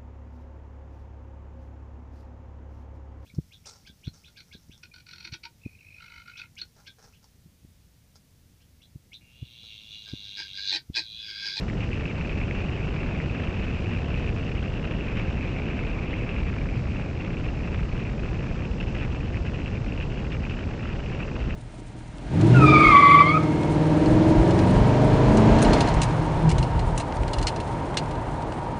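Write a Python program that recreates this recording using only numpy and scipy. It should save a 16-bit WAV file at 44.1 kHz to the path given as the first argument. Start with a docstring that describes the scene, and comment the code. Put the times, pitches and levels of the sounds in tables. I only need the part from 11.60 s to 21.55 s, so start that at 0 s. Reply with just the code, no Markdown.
"""A microphone on a glider wing in steady flight. Throughout, turbulent air presses on it as a low rumble (shaped noise),
small eddies flick past its port (short swelling tones), and the airstream over the sail hisses faintly (bright noise).
The shear layer over the port blows its cavity (noise through a resonance): fairly steadily in the first seconds,
again from about 3.5 s, and in broken puffs after about 5 s. Just after 7 s come two faint, short, steady high tones
of unknown source (a sine)."""
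import sys
import numpy as np
from scipy import signal
from scipy.fft import rfft, irfft, next_fast_len
from scipy.io import wavfile
from scipy.ndimage import uniform_filter1d

SR = 44100
rng = np.random.default_rng(int(sys.argv[2]) if len(sys.argv) > 2 else 0)


def generate_wav(sig):
    """Save sig (samples, or channels by samples) to the path in sys.argv[1] as 16-bit PCM at SR."""
    pcm = np.round(np.clip(np.atleast_2d(sig).T, -1, 1) * 32767).astype(np.int16)
    wavfile.write(sys.argv[1], SR, pcm)


N = 438794


def from_db(db):
    """Decibels to gain."""
    return 10 ** (np.asarray(db) / 20)


def rms_one(x):
    """Scale to unit rms."""
    return x / np.sqrt(np.mean(x ** 2) + 1e-20)


def in_time(rows):
    """Each column of a table as a value per sample, in straight lines between rows."""
    seconds, *columns = np.transpose(rows)
    return [np.interp(np.arange(N) / SR, seconds, column) for column in columns]


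def drift(rate_hz):
    """Slow chance: noise twice through a one-pole low-pass; spread 1."""
    r = np.exp(-2 * np.pi * rate_hz / SR)
    slow = signal.lfilter([1], [1, -2 * r, r * r], rng.standard_normal(N + SR))
    return rms_one(slow[SR:])   # the first second lets the filter settle


def coloured(spectrum):
    """Noise with the given spectrum; rms 1."""
    size = next_fast_len(N)
    hz = np.maximum(np.arange(size // 2 + 1) * SR / size, 1)
    points = np.array(spectrum)
    gain = from_db(np.interp(np.log(hz), np.log(points[:, 0]), points[:, 1]))
    return rms_one(irfft(rfft(rng.standard_normal(size)) * gain, size)[:N])


def swells(rows, edge_s):
    """Rise, hold and fall for each row of start, length and height."""
    steps = np.zeros(N)
    for start_s, length_s, height in rows:
        steps[int(start_s * SR):int((start_s + length_s) * SR)] = height
    return uniform_filter1d(steps, size=max(int(edge_s * SR), 1))


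def low_pass(x, hz, run=signal.sosfilt):
    """Second-order low-pass."""
    return run(signal.butter(2, hz, fs=SR, output="sos"), x)


# The airstream. Each row: time in seconds, deep buffet in dB, fine buffet in dB, middle of the hiss level in dB.
AIRSTREAM = [(0.0, -33, -32.5, -56), (0.05, -30, -34, -59), (1.58, -31.5, -32, -61),
             (2.13, -28.5, -33, -60), (4.57, -31, -32.5, -61.5), (5.18, -26.5, -35, -60),
             (5.54, -30.5, -33.5, -60.5), (6.07, -28.5, -34, -60), (7.29, -29, -33.5, -59.5),
             (8.01, -28.5, -34.5, -59.5), (9.67, -32, -33.5, -59), (9.84, -28.5, -33, -59.5),
             (9.95, -27, -35, -60)]


def airstream():
    """The slow course of the wind: levels of deep buffet, fine buffet and hiss."""
    return in_time(AIRSTREAM)


# Faint, short, steady high tones of unknown source. Each row: start in seconds, length in seconds.
FAINT_TONES = [(7.05, .09), (7.2, .07)]
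TONE_HZ, TONE_DB, TONE_EDGE_S = 5315, -69, 0.02


def faint_tones():
    """A faint sine of steady pitch that rises, holds and falls."""
    level = swells([(start_s, length_s, from_db(TONE_DB)) for start_s, length_s in FAINT_TONES], TONE_EDGE_S)
    return level * np.sqrt(2) * np.sin(2 * np.pi * TONE_HZ * np.arange(N) / SR)


# Colour of the hiss. Each row: frequency in Hz, relative level in dB per Hz.
HISS_SPECTRUM = [(2500, -21.5), (3500, -3), (4200, 0.5), (5200, 1), (6500, -4.5), (7900, -9.5), (9000, -24)]


def hiss(level_db):
    """Air over the sail: bright noise whose level flickers by chance."""
    return from_db(level_db + 0.68 * drift(42)) * coloured(HISS_SPECTRUM)


# The flow over the port between puffs. Each row: time in seconds, blowing in dB, port pitch in Hz when the
# flow clings fully and before it wanders, attachment in spreads of chance.
STEADY_FLOW = [(0, -49, 2670, 0.33), (.28, -47.5, 2630, .4), (.33, -42.5, 2560, 1.6), (.8, -42, 2536, 1.85),
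               (2, -42, 2600, 1.8), (2.8, -42.5, 2650, 0.65), (3.3, -45, 2700, .6), (3.45, -43, 2680, 2.5),
               (4.2, -42, 2520, 2.1), (4.8, -42.5, 2500, 2.3), (5.1, -47, 2510, 0.36),
               (6.5, -46.5, 2490, 0.54), (7.5, -46.5, 2640, 0.42), (8.5, -48.5, 2650, 0.54),
               (9.95, -46.5, 2620, .55)]
# Puffs of air across the port. Each row: start in seconds, length in seconds, blowing in dB before edge smoothing.
AIR_PUFFS = [(.2, 0.05, -42), (0.806, 0.03, -38.5), (0.96, 0.062, -40.5), (1.58, 0.045, -42.5),
             (3.24, 0.027, -40.5), (3.302, 0.017, -39), (3.553, 0.071, -38), (4.522, 0.029, -40),
             (4.683, 0.052, -40.5), (4.98, 0.046, -41.5), (5.148, 0.068, -44), (5.275, 0.052, -45.5),
             (5.34, .098, -46), (5.478, 0.04, -42), (5.596, 0.032, -44), (5.636, 0.12, -44),
             (5.837, 0.06, -43.5), (6.07, 0.023, -42), (6.116, 0.1, -45), (6.317, .06, -44.5),
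             (6.379, 0.038, -44), (6.454, 0.033, -45.5), (6.825, 0.044, -46), (7.199, 0.032, -38),
             (7.264, 0.076, -45), (7.336, 0.12, -41.5), (7.552, 0.041, -45), (7.732, 0.055, -46),
             (7.848, .041, -44), (7.934, 0.04, -44), (8.042, 0.046, -44), (8.127, .04, -45.5),
             (8.268, 0.023, -42), (8.4, 0.046, -40.5), (8.5, 0.11, -46), (8.703, 0.056, -41),
             (8.827, .03, -45), (8.887, 0.06, -39.5), (8.957, .06, -47.5), (9.224, .15, -46),
             (9.492, 0.077, -44), (9.585, .061, -42.5), (9.75, 0.027, -39.5), (9.794, 0.035, -43.5),
             (9.9, 0.042, -43)]
PUFF_EDGE_S, PUFF_GRIP = 0.018, 1.35   # rise and fall; attachment gained in a puff, in spreads


def port_flow():
    """Blowing gain, port pitch and attachment: in a puff the air blows harder and attaches better."""
    blowing_db, port_hz, attachment = in_time(STEADY_FLOW)
    puff_gain = swells([(start_s, length_s, from_db(db)) for start_s, length_s, db in AIR_PUFFS], PUFF_EDGE_S)
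    puff_grip = swells([(start_s, length_s, PUFF_GRIP) for start_s, length_s, _ in AIR_PUFFS], PUFF_EDGE_S)
    return np.maximum(from_db(blowing_db), puff_gain), port_hz, attachment + puff_grip


def clinging(pressure, attachment, lead_s, share, lull_ms, lull, catch):
    """How firmly the flow clings to the port, -1 to 1: it lifts before a strong eddy and catches behind it."""
    swell = low_pass(pressure, 60)
    # a burst runs just ahead of a pressure swell
    cling = attachment + share * rms_one(np.roll(swell, -int(lead_s * SR)))
    cling = cling + 0.91 * drift(47) + 0.42 * drift(17)
    t = np.arange(-660, 660) / SR * 1000 / lull_ms
    stretch = np.where(t < 0, 1, 2)   # the catch lasts twice as long as the lull
    lull_and_catch = np.where(t < 0, -lull, catch) * np.exp(-(t / stretch) ** 2)
    marks = np.zeros(N)
    marks[[int(row[0] * SR) for row in STRONG_EDDIES]] = 1
    return np.tanh(cling + signal.fftconvolve(marks, lull_and_catch, "same"))


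def resonance(x, hz, width_hz):
    """A resonance of gain 1 on top, its pitch moved block by block."""
    out, state, r = np.zeros(N), [0., 0.], np.exp(-np.pi * width_hz / SR)
    top = (1 - r * r) / 2
    for i in range(0, N, 512):
        poles = [1, -2 * r * np.cos(2 * np.pi * hz[i] / SR), r * r]
        out[i:i + 512], state = signal.lfilter([top, 0, -top], poles, x[i:i + 512], zi=state)
    return out


# Colour of the shear noise. Each row: frequency in Hz, relative level in dB per Hz.
SHEAR_SPECTRUM = [(300, -24.5), (700, -11.5), (1400, -6), (2000, -2.5), (2800, -8.5), (3300, -11.5),
                  (4500, -23.5), (8000, -43.5)]
PORT_WIDTH_HZ, PORT_DB = 650, 11   # width of each of two resonances in a row; gain of their ringing
PORT_SAG = 0.026   # the pitch sags by this share as cling rises by 1


def port(cling, hz, depth_db, flutter_db, wander):
    """Shear noise rings in the port cavity while the flow clings to it and falls away when it lifts."""
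    shear = coloured(SHEAR_SPECTRUM) * from_db(depth_db * (cling - 1))
    # the pitch follows small changes of air speed
    hz = hz * (1 + wander * drift(29) + PORT_SAG * (1 - cling))
    ringing = resonance(resonance(shear, hz, PORT_WIDTH_HZ), hz, PORT_WIDTH_HZ)
    # the direct noise comes in ticks
    ticking = shear * from_db(flutter_db * 2 * np.tanh(drift(150) / 2))
    blown = ticking + from_db(PORT_DB) * ringing
    # evened over a third of a second, so that the blowing sets the mean level
    return blown / np.sqrt(uniform_filter1d(blown ** 2, size=SR // 3) + 1e-9)


def add_eddy(out, centre_s, peak_db, hz, width_ms, phase):
    """One eddy: a few cycles that swell and fade in a bell shape."""
    t = np.arange(-220, 220) / SR
    at = int(np.clip(centre_s * SR, 220, N - 220))
    bell = np.exp(-.5 * (1000 * t / (width_ms / 2)) ** 2)
    out[at - 220:at + 220] += from_db(peak_db) * bell * np.cos(2 * np.pi * hz * t + phase)


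# Strong eddies at the port. Each row: start in seconds, peak in dB, pitch in Hz, peak of the thud in dB.
STRONG_EDDIES = [(0.0986, -29.5, 2060, -37), (0.2046, -31, 2550, -42), (0.3153, -34, 2770, -43),
                 (0.3305, -23.5, 2560, -46), (0.4545, -24.5, 2560, -41), (0.61, -26, 2530, -34),
                 (0.693, -31, 2620, -36), (0.9098, -25, 2150, -37), (1.3892, -29, 2400, -39),
                 (1.6008, -26, 2150, -36), (1.8721, -28, 2640, -41), (2.2593, -29, 2500, -41),
                 (2.5421, -27, 2770, -41), (2.675, -28, 2470, -45), (3.239, -31, 2780, -42),
                 (3.3097, -29, 2520, -42), (3.3366, -30, 2470, -42), (3.4084, -27, 2600, -38),
                 (3.8092, -28, 2430, -45), (3.962, -28, 2330, -43), (4.019, -30, 2560, -33),
                 (4.12, -33, 2540, -37), (4.1908, -25.5, 2440, -32), (4.5306, -25, 2040, -40),
                 (4.539, -25, 2330, -42), (4.691, -25.5, 2630, -36), (4.7634, -28, 2330, -37),
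                 (5.0878, -29, 2350, -44), (5.704, -31, 2610, -42), (5.769, -29, 2500, -40),
                 (6.0739, -32, 2390, -43), (6.451, -34, 2350, -42), (6.6338, -34, 1380, -39),
                 (6.9, -33, 2290, -39), (7.02, -34, 2190, -42), (7.3497, -30, 2540, -39),
                 (7.7433, -30, 1950, -37), (7.7697, -31, 2420, -38), (8.0596, -28, 2650, -41),
                 (8.1698, -32, 2380, -43), (8.2412, -38, 1200, -40.5), (8.322, -28, 2590, -46),
                 (8.3759, -30, 2620, -44), (8.4009, -29, 2660, -37), (8.718, -27, 2670, -42),
                 (8.8508, -28, 2440, -44), (8.9875, -34, 1580, -39), (9.255, -29.5, 1300, -35),
                 (9.46, -29, 2590, -39), (9.763, -33, 1260, -36)]
EDDY_MS, THUD_HZ, THUD_MS = 1.303, 1600, 0.9   # each strong eddy has a shorter thud at its centre


def eddies(cling, small_per_s, small_db, depth_db):
    """Eddies flick past the port: strong ones from the table, small ones by chance, louder in clinging flow."""
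    strong, small = np.zeros(N), np.zeros(N)
    phases = rng.uniform(0, 2 * np.pi, len(STRONG_EDDIES))
    for (start_s, peak_db, hz, thud_db), phase in zip(STRONG_EDDIES, phases):
        centre_s = start_s + EDDY_MS / 1000
        add_eddy(strong, centre_s, peak_db, hz, EDDY_MS, phase)
        add_eddy(strong, centre_s, thud_db, THUD_HZ, THUD_MS, phase)
    chance = rng.random((3000, 5))
    times = np.cumsum(-np.log(1 - chance[:, 0])) / small_per_s   # random gaps
    for start_s, (_, size, pitch, length, turn) in zip(times[times < N / SR], chance):
        width_ms = 0.32 + .5 * length
        peak_db, hz = small_db + 9 * size ** 2, 1000 * 2.5 ** pitch
        add_eddy(small, start_s + width_ms / 1000, peak_db, hz, width_ms, 2 * np.pi * turn)
    return strong + small * from_db(depth_db * cling)


# Colour of the rumble before evening and splitting. Each row: frequency in Hz, relative level in dB per Hz.
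BUFFET_SPECTRUM = [(10, -28.5), (21, -4.5), (30, 0), (52, 1), (68, 1), (85, -0.5), (120, -2.5), (170, -5.5),
                   (250, -11), (500, -18.5), (1000, -30), (2000, -38), (3500, -44), (8000, -74.5)]
SPLIT_HZ = 140   # between deep and fine buffet


def buffet(deep_db, fine_db, evenness, window_s):
    """Pressure of large and middling eddies on the diaphragm; gain control partly evens out its lumps."""
    rumble = coloured(BUFFET_SPECTRUM)
    power = uniform_filter1d(rumble ** 2, size=max(int(window_s * SR), 3))
    rumble = rumble * (power + 0.055) ** (-evenness / 2)
    deep = low_pass(rumble, SPLIT_HZ, signal.sosfiltfilt)
    return from_db(deep_db) * rms_one(deep) + from_db(fine_db) * rms_one(rumble - deep)


def scene():
    """Rumble, port bursts, eddies, hiss and faint tones at one capsule."""
    deep_db, fine_db, hiss_db = airstream()
    blowing, port_hz, attachment = port_flow()
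    pressure = buffet(deep_db, fine_db, evenness=0.15, window_s=0.069)
    cling = clinging(pressure, attachment, lead_s=0.0071, share=1.0, lull_ms=6.4, lull=1.8, catch=0.96)
    bursts = blowing * port(cling, port_hz, depth_db=9.5, flutter_db=5.0, wander=0.032)
    flicks = eddies(cling, small_per_s=140, small_db=-42.5, depth_db=4.5)
    return (faint_tones() + hiss(hiss_db) + bursts + flicks + pressure)[None]


CUTOFF_HZ = 8060


def record(dry):
    """The top is cut steeply by an elliptic low-pass."""
    return signal.sosfilt(signal.ellip(10, .5, 60, CUTOFF_HZ, fs=SR, output="sos"), dry)


dry = scene()
out = record(dry)
generate_wav(out)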